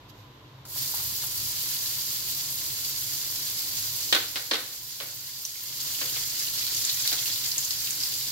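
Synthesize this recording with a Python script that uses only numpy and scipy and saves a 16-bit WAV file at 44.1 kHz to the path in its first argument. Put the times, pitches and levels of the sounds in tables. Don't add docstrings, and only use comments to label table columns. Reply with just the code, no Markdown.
import sys
import numpy as np
from scipy import signal
from scipy.fft import rfft, irfft, next_fast_len
from scipy.io import wavfile
from scipy.ndimage import uniform_filter1d, minimum_filter1d

SR = 44100
rng = np.random.default_rng(int(sys.argv[2]) if len(sys.argv) > 2 else 0)


def unload_wav(signal):
    wavfile.write(
        sys.argv[1],
        SR,
        np.round(np.clip(np.atleast_2d(signal).T, -1, 1) * 32767).astype(np.int16),
    )


N = 366471
TIME_S = np.arange(N) / SR
FFT_SIZE = next_fast_len(N + SR, real=True)
FREQS_HZ = np.maximum(np.arange(FFT_SIZE // 2 + 1) * SR / FFT_SIZE, 1)

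# (frequency [Hz], relative gain [dB])
AIR_COLOUR = [(20, -24), (35, 0.5), (55, 3), (110, 0.5), (185, -3), (310, -0.5), (450, -3.5), (750, -6),
              (1020, -2), (1300, -8), (2400, -12.5), (3700, -9), (5500, -22), (9000, -34), (16000, -42)]
# (frequency [Hz], correlation [0-1])
AIR_CORRELATION = [(30, 1), (150, 0.9), (300, 0.93), (600, 0.7), (1200, 0.05), (3000, 0)]
# (centre [Hz], half-width [Hz], starting RMS level [dB])
DRONE_BANDS = [(104, 10, -58.5), (132.7, 8.1, -56), (304, 25, -65), (1013, 39, -65)]
# (frequency [Hz], relative gain [dB])
RUSTLE_COLOUR = [(800, -15), (3700, 4), (7000, -2), (9000, -18), (11500, -10), (13100, 3), (15500, -19)]
# (time [s], relative level [dB], half length [s])
PLATE_SLIPS = [(0.1, -54.5, 0.011), (0.197, -65, 0.047)]
# (frequency [Hz], relative gain [dB])
BUBBLING_COLOUR = [(250, -20.5), (600, -18.5), (1300, -13.5), (2300, -11.5), (3300, -6), (4600, 1),
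                   (5300, -0.7), (6100, -2.5), (7400, -1), (8500, -16), (10500, -15), (16000, -49)]
# (frequency [Hz], left minus right [dB])
BUBBLING_PAN = [(500, 4.5), (2000, -1), (4200, -3.5), (6000, -0.5), (8000, -1)]
# (frequency [Hz], relative gain [dB])
SPRAY_COLOUR = [(5000, -22.5), (8000, -8), (9000, -10.5), (10300, -7.5), (11700, -2.5), (12800, -1.5),
                (14200, -3.5), (15800, -1.5)]
# (frequency [Hz], left minus right [dB])
SPRAY_PAN = [(6000, -7.5), (8300, 1), (9800, 4.5), (11300, 3.5), (13000, -6.5), (16000, 2)]
# (time [s], level change [dB])
BOIL_CURVE = [(1.2, -1.5), (1.75, 1.1), (2.6, -0.3), (4.0, 0.4), (4.8, -1), (6.3, 1.36), (7.0, 4.5),
              (7.7, 0.9), (8.3, 0.9)]
# (time [s], relative slap level [dB], flare size [ratio])
SLICE_LANDINGS = [(0.652, -38.5, 0.56), (0.759, -38, 1.03), (0.809, -49, .2), (0.892, -38, 0.05),
                  (0.94, -29.5, .15), (0.999, -36, .2), (1.236, -32.5, 0.05), (1.662, -40, .3)]
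# (frequency [Hz], gain [dB])
SLAP_COLOUR = [(150, -22), (400, 3), (900, 16.5), (1400, 12.5), (2000, 0), (3200, -5), (8000, -27)]
# (time [s], relative peak [dB], pitch [Hz], crack strength [ratio])
LOUD_SPITS = [(0.653, -32, 5000, 2.4), (2.849, -22, 4650, 0.49), (5.451, -14.5, 5900, .4),
              (5.555, -26, 2150, 0.28), (6.749, -19, 5930, .6), (6.85, -13.5, 6900, .5),
              (6.896, -18, 3780, 0.33), (7.076, -6.5, 4270, 0.85), (7.128, -12, 4040, 2),
              (7.516, -18.5, 4800, .3), (7.581, -14, 6800, .15), (7.648, -19, 6800, .3),
              (7.707, -17, 4730, 0.32), (7.907, -14.5, 7000, .6), (8.035, -17, 4840, .4),
              (8.139, -17.5, 4650, 0.55)]
# (time [s], level [dB], half length [s])
PLATE_BUMPS = [(0.8, -55.5, 0.053), (1.1, -47, 0.08), (1.43, -49, 0.07), (2.27, -53, 0.07)]
# (time [s], relative strength [dB], treble lift and bass cut [dB], contact pitch [Hz], rattle length [s])
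COUNTER_KNOCKS = [(4.126, -9, 2.5, 3500, .008), (4.149, -11.5, 2.5, 4070, 0.015),
                  (4.358, -16, 4, 4770, .013), (4.512, -7.5, 0, 4400, .003), (4.536, -11.5, 3, 3770, .018),
                  (5.002, -18.5, 2.5, 586, .018), (6.013, -23, 3, 493, .007), (6.16, -32, 8, 2300, 0.0059),
                  (7.117, -22.5, 0.5, 755, .015), (7.295, -33.5, 1, 1900, 0.0049)]
# (frequency [Hz], gain [dB])
KNOCK_COLOUR = [(120, -24), (230, -0.5), (340, 4), (500, 9.5), (700, 0.5), (1400, 3.5), (2100, 4.5),
                (2600, 2.5), (4100, 4), (5200, -3), (7500, -10), (10000, -15), (16000, -37)]
# (frequency [Hz], relative level [dB], 60 dB decay time [s])
PLATE_MODES = [(339, -37, 0.15), (465, -46, 0.22), (778, -41, 0.31), (1280, -54, 0.31), (1522, -40, 0.25),
               (1740, -47, .2), (1895, -41.5, 0.17), (2057, -44, 0.22), (2216, -43, 0.2), (3200, -49, .25),
               (4000, -53, 0.07), (4280, -46, 0.18)]

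AIR_START_DB, FAN_FADE_DB_PER_S = -52.5, 0.19
CREEP_DB = -65.5
LANDING_S, BUILD_S, FIRST_TOUCH_DB = 0.647, 0.13, -21
BUBBLING_BASE_DB, SPRAY_BASE_DB = -33.5, -33
SPRAY_FOLLOWS = 0.57
FLICKER_BASE_DB, FLICKER_DB_PER_BOIL_DB = 0.8, 0.92
WET_SPRAY_DB, DRYING_S = 3.5, 1.9
FLARE_DB, FLARE_PEAK_S = 1.5, 0.054
HEATED_S, SMALL_SPITS_PER_S = 5.8, 22
SMALL_SPIT_REL_DB, SMALL_SPIT_SPREAD_DB, SMALL_SPIT_CRACK = -25, 4.5, 0.6
SMALL_SPIT_LOW_HZ, SMALL_SPIT_HIGH_HZ = 2710, 6600
BUMP_LOW_HZ, BUMP_HIGH_HZ = 65, 132
BOUNCE_LOSS_DB = 2
SIDES_ALIKE_BELOW_HZ = 654
SENSE_HZ, THRESHOLD_DB, MAX_DUCK_DB = 1970, -37, 6
DUCK_S, HOLD_S, RECOVER_DB_PER_S = 0.2, 1.01, 20
CUTOFF_HZ = 15750


def from_db(db):
    return 10 ** (np.asarray(db) / 20)


def rms_one(x):
    return x / np.sqrt(np.mean(x ** 2) + 1e-20)


def at_hz(points):
    hz, value = np.transpose(points)
    return np.interp(np.log(FREQS_HZ), np.log(hz), value)


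def colour(x, gain_db):
    cepstrum = irfft(np.log(from_db(gain_db)), FFT_SIZE)[..., :FFT_SIZE // 2]
    cepstrum[..., 0] /= 2
    response = np.exp(rfft(2 * cepstrum, FFT_SIZE))
    return irfft(rfft(x, FFT_SIZE) * response, FFT_SIZE)[..., :N]


def filtered(x, order, hz, kind="low"):
    return signal.sosfilt(signal.butter(order, hz, kind, fs=SR, output="sos"), x)


def resonant(x, hz, sharpness):
    return signal.lfilter(*signal.iirpeak(hz, sharpness, fs=SR), x)


def panned(difference_db):
    return np.array([[.5], [-.5]]) * difference_db


def drift(cutoff_hz):
    points_per_s = 200
    points = rng.standard_normal(int(N / SR * points_per_s) + 2)
    slow = signal.sosfilt(signal.butter(1, cutoff_hz, fs=points_per_s, output="sos"), points)
    return np.interp(TIME_S * points_per_s, np.arange(len(slow)), rms_one(slow))


def swells(rows):
    return sum(from_db(db) * np.exp(-((TIME_S - s) / half_s) ** 2) for s, db, half_s in rows)


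def tail(t60_s):
    t = TIME_S[:SR // 2]
    mid, side = rng.standard_normal((2, len(t)))
    side = filtered(side, 1, SIDES_ALIKE_BELOW_HZ, "high")
    x = (mid + side * [[1], [-1]]) * from_db(-60 * t / t60_s)
    return x / np.sqrt(np.sum(x ** 2, axis=1, keepdims=True))


def path(near_db, near_t60_s, room_db, room_t60_s):
    response = from_db(near_db) * tail(near_t60_s) + from_db(room_db) * tail(room_t60_s)
    response[0, 0] += 1
    response[1, rng.integers(1, 5)] += 1
    return response / np.sqrt(np.sum(response ** 2) / 2)


def heard(x, response):
    return signal.oaconvolve(np.atleast_2d(x), response, axes=1)[:, :N]


def add(out, s, sound):
    i = int(s * SR)
    out[:, i:i + sound.shape[1]] += sound[:, :N - i]


def fan():
    alike = np.clip(at_hz(AIR_CORRELATION), 0, 1)
    mid, side, push = rfft(rng.standard_normal((3, FFT_SIZE)))
    stereo = np.sqrt(1 + alike) * mid + np.sqrt(1 - alike) * side * [[1], [-1]]
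    air = irfft(stereo * from_db(at_hz(AIR_COLOUR)))[:, :N]
    drone = 0
    for hz, half_width_hz, db in DRONE_BANDS:
        band = irfft(push / (1 + ((FREQS_HZ - hz) / half_width_hz) ** 2))[:N]
        drone = drone + from_db(db) * rms_one(band)
    return (from_db(AIR_START_DB) * rms_one(air) + drone) * from_db(-FAN_FADE_DB_PER_S * TIME_S)


def sliding():
    level = from_db(CREEP_DB) * (TIME_S < LANDING_S) + swells(PLATE_SLIPS)
    rustle = rms_one(colour(rng.standard_normal((2, N)), at_hz(RUSTLE_COLOUR)))
    return level * rustle * from_db(panned(-5.5))


def bursts(per_s, spread_db, low_hz, high_hz, sharpness, flicker_db, count=10):
    out = 0
    for hz in np.geomspace(low_hz, high_hz, count):
        born = np.flatnonzero(rng.random(N) < per_s / count / SR)
        size_db = spread_db * np.minimum(rng.exponential(1, len(born)), 6)
        clicks = np.zeros(N)
        clicks[born] = from_db(size_db) * rng.choice([-1, 1], len(born))
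        pops = resonant(clicks + 1e-18, hz, sharpness) + 0.37 * clicks
        spot = path(near_db=6.5, near_t60_s=0.057, room_db=4.0, room_t60_s=0.39)
        out = out + heard(pops * from_db(flicker_db * drift(9.9)), spot)
    return out / np.sqrt(uniform_filter1d(np.mean(out ** 2, axis=0), SR // 4) + 1e-12)


def sizzle():
    boil_db = np.interp(TIME_S, *np.transpose(BOIL_CURVE))
    age_s = np.maximum(TIME_S - LANDING_S, 0)
    build = np.clip(age_s / 0.008, 0, 1) * from_db(FIRST_TOUCH_DB * np.maximum(1 - age_s / BUILD_S, 0))
    flare_db = 0
    for s, _, size in SLICE_LANDINGS:
        since = np.maximum(TIME_S - s, 0) / FLARE_PEAK_S
        flare_db = flare_db + FLARE_DB * size * since * np.exp(1 - since)

    bubbling = bursts(per_s=7000, spread_db=3.5, low_hz=1755, high_hz=8740, sharpness=2.6,
                      flicker_db=FLICKER_BASE_DB + FLICKER_DB_PER_BOIL_DB * boil_db)
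    bubbling = rms_one(colour(bubbling, at_hz(BUBBLING_COLOUR) + panned(at_hz(BUBBLING_PAN))))
    bubbling = bubbling * from_db(BUBBLING_BASE_DB + boil_db)

    spray = bursts(per_s=9000, spread_db=3.5, low_hz=8260, high_hz=15900, sharpness=1.6, flicker_db=2.5)
    spray = rms_one(colour(spray, at_hz(SPRAY_COLOUR) + panned(at_hz(SPRAY_PAN))))
    wet_db = WET_SPRAY_DB * np.exp(-age_s / DRYING_S)
    spray = spray * from_db(SPRAY_BASE_DB + SPRAY_FOLLOWS * boil_db + wet_db)
    return build * from_db(flare_db + 0.44 * drift(6.7)) * (bubbling + spray)


def slices(lift_db=16):
    out = np.zeros((2, N))
    for s, db, _ in SLICE_LANDINGS:
        slap = path(near_db=8, near_t60_s=0.092, room_db=6, room_t60_s=0.53)
        add(out, s, from_db(db + lift_db) * slap)
    return colour(out, at_hz(SLAP_COLOUR))


def small_spits():
    chance = rng.random((100, 3))
    s = HEATED_S + (np.arange(len(chance)) + 2 * chance[:, 0]) / SMALL_SPITS_PER_S
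    boil_db = np.interp(s, *np.transpose(BOIL_CURVE))
    db = SMALL_SPIT_REL_DB + boil_db + SMALL_SPIT_SPREAD_DB * (2 * chance[:, 1] - 1)
    hz = SMALL_SPIT_LOW_HZ * (SMALL_SPIT_HIGH_HZ / SMALL_SPIT_LOW_HZ) ** chance[:, 2]
    return [(*row, SMALL_SPIT_CRACK) for row in zip(s, db, hz) if row[0] < TIME_S[-1]]


def spits(sharpness=8.6, lowest_hz=2500, lift_db=4.0):
    out = np.zeros((2, N))
    click = signal.unit_impulse(SR // 50)
    for s, db, hz, crack in list(LOUD_SPITS) + small_spits():
        pop = resonant(click, hz, sharpness) + 0.25 * crack * click
        pop = filtered(pop, 2, min(lowest_hz, hz), "high")
        pop = heard(pop, path(near_db=4, near_t60_s=0.037, room_db=2, room_t60_s=0.17))
        add(out, s, from_db(db + lift_db) * pop / np.abs(pop).max())
    return out


def bumps():
    rumble = filtered(rng.standard_normal(N), 2, [BUMP_LOW_HZ, BUMP_HIGH_HZ], "band")
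    return swells(PLATE_BUMPS) * rms_one(rumble)


def contacts(count=3):
    rows = []
    for s, db, tilt_db, hz, rattle_s in COUNTER_KNOCKS:
        for k in range(count):
            contact_s = s + rattle_s * (k / (count - 1)) ** 1.5
            rows.append((contact_s, db - BOUNCE_LOSS_DB * k, tilt_db, hz))
    return rows


def ring(x, hz, t60_s):
    r, w = from_db(-60 / (t60_s * SR)), 2 * np.pi * hz / SR
    return signal.lfilter([0, np.sin(w)], [1, -2 * r * np.cos(w), r * r], x + 1e-18)


def crockery(lift_db=18, ring_db=-10, split_hz=1400, clack_db=1, sharpness=7, crack_db=-1, crack_hz=3000):
    out = np.zeros((2, N))
    for s, db, tilt_db, hz in contacts():
        blow = path(near_db=11.5, near_t60_s=0.091, room_db=10.5, room_t60_s=0.49)
        blow = blow + from_db(clack_db) * resonant(blow, hz, sharpness)
        low = filtered(blow, 1, split_hz)
        crack = filtered(tail(0.0097), 2, crack_hz, "high")
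        high = blow - low + from_db(crack_db) * crack
        add(out, s, from_db(db + lift_db) * (low * from_db(-tilt_db) + high * from_db(tilt_db)))
    rings = sum(from_db(db + ring_db) * ring(out, hz, t60_s) for hz, db, t60_s in PLATE_MODES)
    return colour(out + rings, at_hz(KNOCK_COLOUR)) * from_db(panned(-1.1))


def gain_control(x):
    sensed = filtered(x.mean(axis=0), 4, SENSE_HZ)
    level_db = 10 * np.log10(np.abs(uniform_filter1d(sensed ** 2, SR // 50)) + 1e-12)
    over_db = np.clip(level_db - THRESHOLD_DB, 0, MAX_DUCK_DB)
    half_hold = int(HOLD_S * SR / 2)
    held_db = -minimum_filter1d(-over_db, 2 * half_hold + 1, origin=half_hold, mode="constant")
    recovery_db = RECOVER_DB_PER_S * TIME_S
    cut_db = np.maximum.accumulate(held_db + recovery_db) - recovery_db
    r = np.exp(-1 / (DUCK_S * SR))
    smooth_db = signal.lfilter([1 - r], [1, -r], cut_db)
    return x * from_db(-np.minimum(smooth_db, cut_db))


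def scene():
    return fan() + sliding() + sizzle() + slices() + spits() + bumps() + crockery()


def record(dry):
    top_cut = signal.ellip(12, .1, 80, CUTOFF_HZ, fs=SR, output="sos")
    return signal.sosfilt(top_cut, gain_control(dry))


dry = scene()
out = record(dry)
unload_wav(out)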